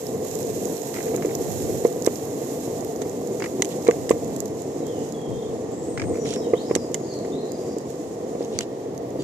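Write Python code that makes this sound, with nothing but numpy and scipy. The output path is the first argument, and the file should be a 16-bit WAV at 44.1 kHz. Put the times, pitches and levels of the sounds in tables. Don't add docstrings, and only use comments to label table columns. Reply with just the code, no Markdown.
import sys
import numpy as np
from scipy import signal
from scipy.fft import rfft, irfft
from scipy.io import wavfile
from scipy.ndimage import uniform_filter1d

SR = 44100
rng = np.random.default_rng(int(sys.argv[2]) if len(sys.argv) > 2 else 0)


def put_to_file(sound):
    columns = np.atleast_2d(sound).T
    safe = np.clip(columns, -1, 1)
    whole_steps = np.round(safe * 32767)
    wavfile.write(sys.argv[1], SR, whole_steps.astype(np.int16))


def linear_from_db(decibels):
    return 10 ** (np.asarray(decibels, float) / 20)


N = 407043
SIDE = np.array([[.5], [-.5]])


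def curve(table):
    s, *columns = np.transpose(table)
    return [np.interp(np.arange(N) / SR, s, c) for c in columns]


def unit(x):
    return x / np.sqrt(np.mean(x ** 2, axis=-1, keepdims=True))


def butter(x, order, hz, kind="low"):
    return signal.sosfilt(signal.butter(order, hz, kind, fs=SR, output="sos"), x)


def colour(x, points, size=2048):
    hz, db = np.transpose(points)
    bin_hz = np.arange(size // 2 + 1) * SR / size
    log_gain = np.log(linear_from_db(np.interp(np.log(bin_hz + 1), np.log(hz), db)))
    cepstrum = irfft(log_gain)
    cepstrum[1:size // 2] *= 2
    cepstrum[size // 2 + 1:] = 0
    response = irfft(np.exp(rfft(cepstrum)))
    return signal.oaconvolve(x, response)[:len(x)]


def mode(x, hz, t60):
    pole = np.exp(2j * np.pi * hz / SR - np.log(1000) / (t60 * SR))
    return signal.lfilter([0, pole.imag], [1, -2 * pole.real, abs(pole) ** 2], x)


def walk(rate):
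    k = int(SR / rate)
    held = np.repeat(rng.standard_normal(N // k + 1), k)
    return unit(uniform_filter1d(uniform_filter1d(held, k), k)[:N])


def grains(rate, spread_db):
    happens, sign, size = rng.random((3, N))
    return (happens < rate / SR) * np.sign(sign - .5) * linear_from_db(-spread_db * np.log(size + 1e-9))


def add(out, x, s, db, pan_db):
    i = int(s * SR)
    x = (x / np.abs(x).max() * linear_from_db(db + SIDE * pan_db))[:, :N - i]
    out[:, i:i + x.shape[1]] += x


def burst(t60, size=2600):
    shared, left, right = rng.standard_normal((3, size))
    t = np.arange(size) / SR
    fade = 1000. ** (-t / max(t60, .002)) + 1.1 * np.exp(-t / .0003)
    return np.array([shared + 2.4 * left, shared + 0.84 * right]) * fade


# (frequency [Hz], level [dB])
WOODS_SPECTRUM = [(300, -25.5), (900, 4), (1500, -13), (2500, -13.5), (4000, -14), (6000, -14.5),
                  (12000, -54)]


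def woods():
    hiss = np.array([colour(rng.standard_normal(N), WOODS_SPECTRUM) for _ in range(2)])
    return unit(hiss) * linear_from_db(-50.5)


# (time [s], length [s], start pitch [Hz], end pitch [Hz], level [dB])
WHISTLES = [(4.8, .05, 3950, 3850, -64), (4.85, .07, 3640, 3300, -61), (4.845, .06, 3250, 3200, -60),
            (4.92, .09, 3120, 2800, -57), (5.0, .04, 3060, 2950, -59), (5.137, .09, 3400, 3260, -56),
            (5.23, .21, 3250, 3230, -60), (5.3, .18, 3600, 3540, -61), (5.84, .12, 8000, 8400, -55),
            (5.98, .17, 8400, 7900, -54), (6.11, .16, 7100, 6900, -56), (5.97, .07, 6600, 6550, -57),
            (6.138, .05, 6200, 5700, -58), (6.4, .08, 3850, 3780, -59), (6.42, .048, 3400, 2920, -60),
            (6.462, .068, 2900, 2840, -59), (6.55, .045, 2960, 4170, -51), (6.59, .057, 4080, 5080, -52.5),
            (6.784, .072, 4930, 4900, -55), (6.95, .17, 6500, 6450, -56), (6.95, .12, 7100, 6900, -58),
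            (7.11, .08, 4250, 3950, -58), (7.015, .06, 5150, 4950, -60), (7.03, .09, 4650, 4450, -58),
            (7.32, .095, 3550, 4330, -51.5), (7.485, .078, 4840, 4850, -58),
            (7.575, 0.045, 5600, 4800, -61), (7.58, .22, 4800, 4800, -60), (9.19, .04, 4700, 4580, -55)]
# (time [s], length [s], start pitch [Hz], end pitch [Hz], level [dB])
BUZZES = [
    (5.7, .17, 7200, 7800, -53),
    (6.2, .21, 5900, 5250, -50),
    (6.65, .13, 5100, 5400, -52),
    (6.904, .1, 7160, 6800, -56),
    (7.08, .12, 4700, 4100, -57),
    (7.4, .1, 4000, 4100, -57),
    (7.04, .2, 4600, 4400, -59),
    (7.6, .2, 5900, 5300, -61),
]


def bird():
    voice = np.zeros(N)
    flutter = linear_from_db(3.2 * walk(120) + 1.5 * walk(35))
    trill_hz = 85 + 25 * walk(60)
    waver = np.sin(2 * np.pi * np.cumsum(trill_hz) / SR) + 0.388 * walk(150)
    notes = [(*row, .012) for row in WHISTLES] + [(*row, .05) for row in BUZZES]
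    for s, length, from_hz, to_hz, db, depth in notes:
        t = np.arange(int(length * SR)) / SR
        i = int(s * SR)
        place = slice(i, i + len(t))
        hz = (from_hz + (to_hz - from_hz) * t / length) * (1 + depth * waver[place])
        swell = np.sin(np.pi * t / length) ** 0.053
        tone = np.sin(2 * np.pi * np.cumsum(hz) / SR)
        voice[place] += linear_from_db(db + 1.5) * flutter[place] * swell * tone
    woods_t60_s, echo_db, right_db = .45, 5, -4
    t = np.arange(SR // 2) / SR
    trunks = unit(rng.standard_normal((2, len(t))) * 1000. ** (-t / woods_t60_s)) / np.sqrt(len(t))
    echoes = signal.oaconvolve(voice[None], trunks, axes=1)[:, :N]
    return (voice + linear_from_db(echo_db) * echoes) * linear_from_db(np.array([[0], [right_db]]))


# (time [s], level [dB])
HEADWIND = [(0, -63), (2.2, -62.5), (4.6, -66), (5.6, -59), (6.6, -63), (7.2, -73), (8.3, -68), (9.23, -69)]
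# (time of the peak [s], length [s], level [dB], left minus right [dB])
PORT_PUFFS = [(.5, 0.55, -54, -4), (1.28, .2, -67, -3), (1.62, 0.67, -51, -20), (2.084, 0.082, -49, -6),
              (4.2, 0.97, -59, -20), (5.0, .3, -60, -2), (5.34, 0.15, -52.5, 23), (5.517, 0.17, -54, 13),
              (5.81, .2, -59, -14), (6.052, 0.27, -47, 18), (6.35, 0.14, -65, 8), (6.756, .15, -53, -5),
              (8.1, .2, -65, 14), (8.58, 0.13, -53, -14), (8.92, 0.22, -60, 7), (9.23, 0.08, -57, 13),
              (4.55, .2, -58, -8), (8.05, .1, -62, 0)]
# (frequency [Hz], level [dB])
EDDY_SPECTRUM = [(15, -70), (30, 0), (60, 3), (100, 18), (150, 16), (250, 9), (500, -42)]


def wind():
    t = np.arange(N) / SR
    power = linear_from_db(curve(HEADWIND)[0] + SIDE * -10) ** 2
    for s, length, db, pan_db in PORT_PUFFS:
        swell = np.clip(1 - (2 * (t - s) / length) ** 2, 0, 1)
        power = power + (linear_from_db(db + SIDE * pan_db) * swell) ** 2
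    eddies = np.array([colour(rng.standard_normal(N) * linear_from_db(walk(12)), EDDY_SPECTRUM, size=8192)
                       for _ in range(2)])
    return unit(eddies) * np.sqrt(power) * linear_from_db(10.5)


# (frequency [Hz], level [dB])
LEFT_RESPONSE = [(800, -35), (1500, -3.5), (3000, -5), (4200, -7), (5500, -0.5), (7000, -9), (9000, -10.5),
                 (13000, -29), (15000, -46)]
# (frequency [Hz], level [dB])
RIGHT_RESPONSE = [(800, -54), (1500, -15.5), (3000, -13), (4500, -11), (5700, -4.5), (6800, 4), (8000, -4),
                  (9200, -9.5), (14000, -15.5), (15000, -24)]


def ports(x):
    return np.array([colour(x[0], LEFT_RESPONSE), colour(x[1], RIGHT_RESPONSE)])


# (time [s], length [s], level [dB], left minus right [dB])
CRUSHES = [
    (6.245, 0.12, -38.5, -8),
    (8.515, 0.12, -46, 5),
    (3.7, 0.037, -44.5, -10),
    (8.612, 0.034, -45, -5),
    (9.19, .09, -46.5, -3),
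    (9.14, 0.1, -61, 0),
    (8.39, 0.076, -51, -2),
]


def leaves():
    t = np.arange(N) / SR
    shared, own = (grains(rate=3000, spread_db=2.4) for _ in range(2))
    crackle = np.array([shared + own, shared])
    low = butter(crackle, 2, [2700, 4800], "band")
    crackle = unit(unit(ports(crackle)) + .8 * unit(low))
    crackle = butter(crackle, 6, 10800)
    swell = 0
    for s, length, db, pan_db in CRUSHES:
        arch = np.sqrt(np.clip((t - s) * (s + length - t), 0, 1)) * 2 / length
        swell = swell + linear_from_db(db + SIDE * pan_db) * arch
    return crackle * swell


# (time [s], gap between skips [s], loudest skip level [dB], place of the loudest [0-3])
LANDINGS = [
    (0.9635, 0.021, -32.5, 0),
    (3.403, 0.019, -27, 1.7),
    (5.9759, .0208, -25.5, 0.71),
]
# (time [s], peak level [dB])
LIGHT_TAPS = [(0.9402, -37), (0.951, -36), (0.9705, -37), (0.9855, -40), (1.0046, -37.5), (1.03, -42),
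              (1.066, -44), (1.0807, -40), (1.1095, -44), (1.1435, -35.5), (1.174, -44), (1.1802, -41),
              (1.2234, -31.5), (1.248, -35), (1.2924, -41), (1.309, -40), (3.0182, -45), (3.869, -31),
              (3.91, -32), (6.143, -43), (6.155, -42), (6.172, -42.5), (6.255, -40), (6.329, -39),
              (6.362, -40), (6.699, -42), (7.2489, -43), (8.414, -46), (8.561, -46), (8.606, -33)]
# (frequency [Hz], bandwidth [Hz], level [dB])
SHAFT_MODES = [(1240, 210, -4), (1680, 210, -7), (2140, 320, 13.5), (2370, 1200, -18), (5300, 1100, 7.5)]


def pole():
    out = np.zeros((2, N))
    taps = [(s, db, .044) for s, db in LIGHT_TAPS]
    skips = []
    for s, gap, db, loudest in LANDINGS:
        skips += [(s + k * gap, db - 2.6 * (k - loudest) ** 2, .04) for k in range(4)]
    for s, db, t60 in skips + taps:
        crack = burst(t60)
        shaft = sum(linear_from_db(g) * unit(mode(crack, hz, 1.1 / width)) for hz, width, g in SHAFT_MODES)
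        add(out, shaft, s, db + 11.0, -1)
    return butter(out, 2, 7000)


def clicks(table, pan_db, t60, band_hz, order):
    out = np.zeros((2, N))
    for s, db, hz in table:
        crack = burst(t60, size=1000)
        ring = unit(mode(crack, hz, .005))
        add(out, unit(crack) + linear_from_db(.5) * ring, s, db, pan_db)
    return butter(out, order, band_hz, "band")


# (time [s], peak level [dB], left minus right [dB], body level [dB], t60 [s])
STONES = [(0.942, -23, -10, -4, .015), (1.8472, -28, -16, 2.5, 0.013), (2.0632, -13.5, -21, 0.5, 0.02),
          (3.018, -18.5, -6, -7, 0.036), (3.3987, -26, -14, -16, .015), (3.4406, -27, -10, -16, 0.023),
          (3.6214, 1, -5.5, -8, .019), (3.6472, -11, -4, -34, 0.014), (3.6544, -18, -13, -16, .009),
          (3.849, -24, -14, -8, 0.016), (3.8786, -17.5, -15, -2, 0.015), (3.911, -11, -3, 1, 0.0054),
          (4.0935, -11, -8, -2.5, 0.02), (4.113, -18, -15, -29, 0.025), (5.98, -28, -10, -5, .021),
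          (6.752, -6.5, -11, -6, 0.026), (6.762, -13, -6, -23, 0.013), (6.9437, -5.5, -6.5, -9, 0.027),
          (8.589, -2, -9, -6.5, 0.005), (8.6085, -11, -2, -8, 0.025)]
# (frequency [Hz], level [dB])
STONE_LEFT_RESPONSE = [(800, -37), (1500, -9), (3000, 1.5), (4200, -7), (5500, -12), (7000, -26),
                       (9000, -13), (15000, -31)]
# (time [s], peak level [dB], ring pitch [Hz])
GRIT_POPS = [(0.0677, -21, 5340), (0.2818, -26, 6660), (0.3122, -25, 7100), (0.3536, -19, 7200),
             (0.4294, -25, 6570), (0.4703, -29, 6630), (0.6544, -20, 6800), (0.7682, -25, 5930),
             (0.818, -22, 6860), (1.0021, -30, 6830), (1.0281, -24, 6670), (1.1493, -31, 6520),
             (1.1633, -20, 6920), (1.259, -22, 6910), (1.3513, -17.5, 6960), (1.5214, -22, 6670),
             (1.8687, -25, 6570), (1.9265, -24, 7010), (2.0228, -21, 7000), (2.0467, -20, 5970),
             (2.1575, -24, 6420), (2.808, -24.5, 6710), (2.9604, -27, 6770), (3.0954, -27, 6890),
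             (3.2735, -24, 7200), (3.8244, -27, 6520), (4.1034, -15.5, 7900), (4.2453, -30, 6850),
             (4.3635, -21.5, 7340), (4.4039, -15, 7160), (4.4573, -25, 6510), (4.4812, -31, 6860),
             (4.5496, -37, 7330), (4.6199, -28, 7130), (4.8673, -30, 7090), (4.8794, -36, 8190),
             (4.9916, -34, 6950), (5.0888, -35, 6730), (5.1233, -26, 7100), (5.217, -35, 7210),
             (6.6982, -40, 5250), (6.9174, -35, 6840), (6.9504, -30, 6470), (7.5193, -23, 7100),
             (7.7842, -25, 7600), (7.9563, -36, 7000), (8.9486, -40, 7100), (8.978, -29, 6540),
             (9.1047, -36.5, 6760)]
# (time [s], peak level [dB], ring pitch [Hz])
LEAF_VEINS = [(6.2544, -30, 5530), (6.2664, -27, 5580), (6.2894, -27, 5660), (6.3064, -21, 5840),
              (6.3244, -32, 5370), (6.3384, -20.5, 7030), (6.3594, -33, 5070), (7.1382, -29, 5520),
              (7.1894, -33, 6630), (7.3542, -34, 3950), (7.4544, -39, 7400), (8.3978, -40, 4330),
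              (8.4267, -31, 5120), (8.4472, -32, 6560), (8.6314, -37, 5390), (8.6474, -43, 5610)]
# (time [s], peak level [dB], ring pitch [Hz])
LEAF_STALKS = [(6.2503, -36, 3110), (6.2767, -37, 3270), (6.2894, -38, 3500), (6.3076, -31, 3160),
               (6.3376, -28, 4000), (6.345, -30, 3900), (1.307, -36, 3600), (1.33, -35, 3700),
               (1.21, -38, 3900), (8.416, -40, 4900), (8.439, -38, 5000), (9.222, -34, 4700)]


def snaps():
    out = np.zeros((2, N))
    for s, db, pan_db, body_db, t60 in STONES:
        crack = burst(t60)
        body = mode(crack, 2050, .007) + mode(crack, rng.uniform(2800, 4800), .004)
        chip_hz = rng.uniform([5800, 7500, 9000], [7000, 8500, 11000])
        chip = unit(sum(mode(crack, hz, .005) for hz in chip_hz))
        left, right = unit(crack) + linear_from_db(-8) * chip
        heard = np.array([colour(left, STONE_LEFT_RESPONSE), colour(right, RIGHT_RESPONSE)])
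        add(out, heard, s, db - 4.5, pan_db)
        add(out, body, s, db + body_db, pan_db / 3 - 7.5)
    pops = clicks(GRIT_POPS, -18.5, .013, [5560, 14500], order=2)
    veins = clicks(LEAF_VEINS, -12, .019, [3600, 11000], order=3)
    stalks = clicks(LEAF_STALKS, -3, .015, [2300, 6000], order=2)
    return out + pops + veins + stalks


# (time [s], level [dB])
HISS_TOP = [(0, 2), (2.7, 2.5), (4.4, -1.5), (5.0, -8), (6.2, -17), (7.6, -7), (8.3, -4), (8.75, 0),
            (9.23, 4)]


def grit(hiss_db, pan_db):
    shared = unit(grains(rate=2500, spread_db=2.7))
    sand = np.array([.5 * shared + unit(grains(rate=2500, spread_db=3.2)), shared])
    hiss = rng.standard_normal((2, N))
    smear = 1000. ** (-np.arange(300) / SR / 0.0065) * rng.standard_normal(300)
    sand = unit(signal.oaconvolve(sand, smear[None], axes=1)[:, :N])
    patchy = linear_from_db(1.2 * walk(9) + walk(45))
    share = np.array([[.45], [.8]]) * linear_from_db(0.58 * (hiss_db + 54.0))
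    bed = unit(ports((share * sand + hiss) * patchy))
    top = butter(bed, 2, 9000, "high")
    bed = bed + (linear_from_db(curve(HISS_TOP)[0]) - 1) * top
    return bed * linear_from_db(hiss_db + 2.0 + SIDE * pan_db)


def late_left(pair, hz, pan_db):
    lag = int(round(SR * min(.00021, 1 / (2 * np.pi * hz))))
    return np.array([np.roll(pair[0], lag) * linear_from_db(pan_db / 2), pair[1] * linear_from_db(-pan_db / 2)])


# (time [s], peak level [dB], low-mode lift [dB], trucks' rattle [dB], ring share [ratio])
AXLE_KNOCKS = [(1.141, -14, -11, -2, 2), (1.248, -11.5, -2, -9, 1.5), (1.677, -23, 8, 0, 1),
               (1.849, -1.5, -7, 2.5, 1.2), (2.073, -1.5, 1, 10.5, 0.33), (3.019, -17, -2, -6, 0.74),
               (3.864, -20, 0, 15, 2), (3.885, 1, -17, 6.5, 1.5), (4.107, 1, -2, 10, 0.61),
               (6.469, -14, -6, -6, 1.3), (6.534, -2, -10, 2.5, 1.4), (6.71, -5, 34, 18.5, 0.47),
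               (6.76, -6.5, 7, 6, 0.56), (8.588, -25, 15, 12, 0.48)]
# (time [s], peak level [dB])
DECK_THUDS = [(.087, -21), (.485, -23), (.655, -27), (1.063, -21), (1.96, -22), (2.274, -29),
              (2.416, -15), (3.737, -26), (4.546, -24), (4.897, -22), (6.185, -15.5), (7.203, -21),
              (7.432, -20), (7.476, -20), (7.765, -17), (7.856, -24), (8.351, -15.5), (8.406, -15),
              (8.51, -27), (8.719, -24), (8.857, -28), (8.895, -27), (9.032, -20)]


def knocks():
    out = np.zeros((2, N))
    t = np.arange(4000) / SR
    push_s, second_wheel_s, rattle_lag_s = .0022, .00867, .00181
    push = butter(np.sin(2 * np.pi * t / push_s) * (t < push_s), 2, 220, "high")
    second = np.roll(push, int(second_wheel_s * SR))
    bumps = [(s, db, -4, -3, 1.2) for s, db in DECK_THUDS]
    for s, db, low_db, rattle_db, ring in AXLE_KNOCKS + bumps:
        both = push + .27 * ring * second
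        rattle = np.roll(burst(.043, size=len(t)), int(rattle_lag_s * SR), axis=1)
        ringing = 0
        for hz, t60, _, knock_db, _, pan_db in DECK_MODES:
            blow = rattle if hz > 900 else np.array([both, both])
            rung = mode(blow, hz, t60 * ring)
            gain = linear_from_db(knock_db + low_db * (hz < 400) + rattle_db * (hz > 900))
            ringing = ringing + gain * late_left(rung / np.abs(rung).max(), hz, pan_db)
        add(out, ringing, s, db, 0)
    return out


# (frequency [Hz], t60 [s], rolling level [dB],
# knock level [dB], left-right likeness [0-1], left minus right [dB])
DECK_MODES = [(137.6, 0.038, -11.5, -22, 1, -5), (217.3, 0.043, -8, -52, 1, -3.5),
              (275.4, 0.029, -5, -53, 1, -3), (393, 0.036, -4, -13, 1, -3.5),
              (430.9, 0.05, -2.5, -2, 1, -3), (483.2, 0.032, -4, 9, 0.93, -2),
              (673, 0.032, -12, -6, 0.64, -6), (763.4, 0.017, -15, -9, 0.46, -7),
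              (1057, 0.02, -26.5, -14, 0.58, -3.5), (1156, 0.025, -28.5, -20, 0.72, -3.5),
              (1856, 0.015, -33, -26, 0.01, -8.5), (2066, 0.0085, -34, -13.5, 0.6, -3.5)]


def deck(rumble_db):
    shared, left, right = (unit(grains(rate=2000, spread_db=2.2)) * linear_from_db(1.2 * walk(14)) for _ in range(3))
    out = 0
    for k, (hz, t60, roll_db, _, like, pan_db) in enumerate(DECK_MODES):
        road = np.sqrt(like) * shared + np.sqrt(1 - like) * np.array([left, right])
        gain = (-1) ** k * linear_from_db(roll_db + 0.59 * walk(3.13))
        out = out + gain * late_left(unit(mode(road, hz, t60)), hz, pan_db)
    return unit(butter(out, 2, 90, "high")) * linear_from_db(rumble_db + 2.0)


# (time [s], deck rumble from rough tarmac [dB], grit from loose sand [dB])
ROLLING = [(0, -30.5, -46.5), (.74, -30, -44), (1.31, -28, -44.5), (2.7, -30, -47.5), (3.2, -31, -49.5),
           (3.67, -29.5, -48), (4.4, -30, -49.5), (5.68, -31, -54), (6.25, -29, -52.5), (6.76, -30.5, -53),
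           (7.66, -30, -53), (8.1, -32, -53), (8.51, -30, -54.5), (8.74, -32.5, -56.5),
           (9.23, -30.5, -55.5)]


def scene():
    rumble_db, hiss_db = curve(ROLLING)
    pan_db = -9.5 - 0.46 * (hiss_db + 50.5)
    wheels = leaves() + pole() + snaps() + grit(hiss_db, pan_db)
    wheels[0] = np.roll(wheels[0], 4)
    return woods() + bird() + wind() + wheels + knocks() + deck(rumble_db)


def roll_off(x):
    return signal.sosfilt(signal.butter(12, 15500, fs=SR, output="sos"), x)


def record(dry):
    dry = butter(dry, 1, 40, "high")
    below = signal.sosfiltfilt(signal.ellip(8, .1, 40, 14500, fs=SR, output="sos"), dry)
    heard = below + linear_from_db(-24) * (dry - below)
    return roll_off(np.clip(heard, -1, 1))


dry = scene()
out = record(dry)
put_to_file(out)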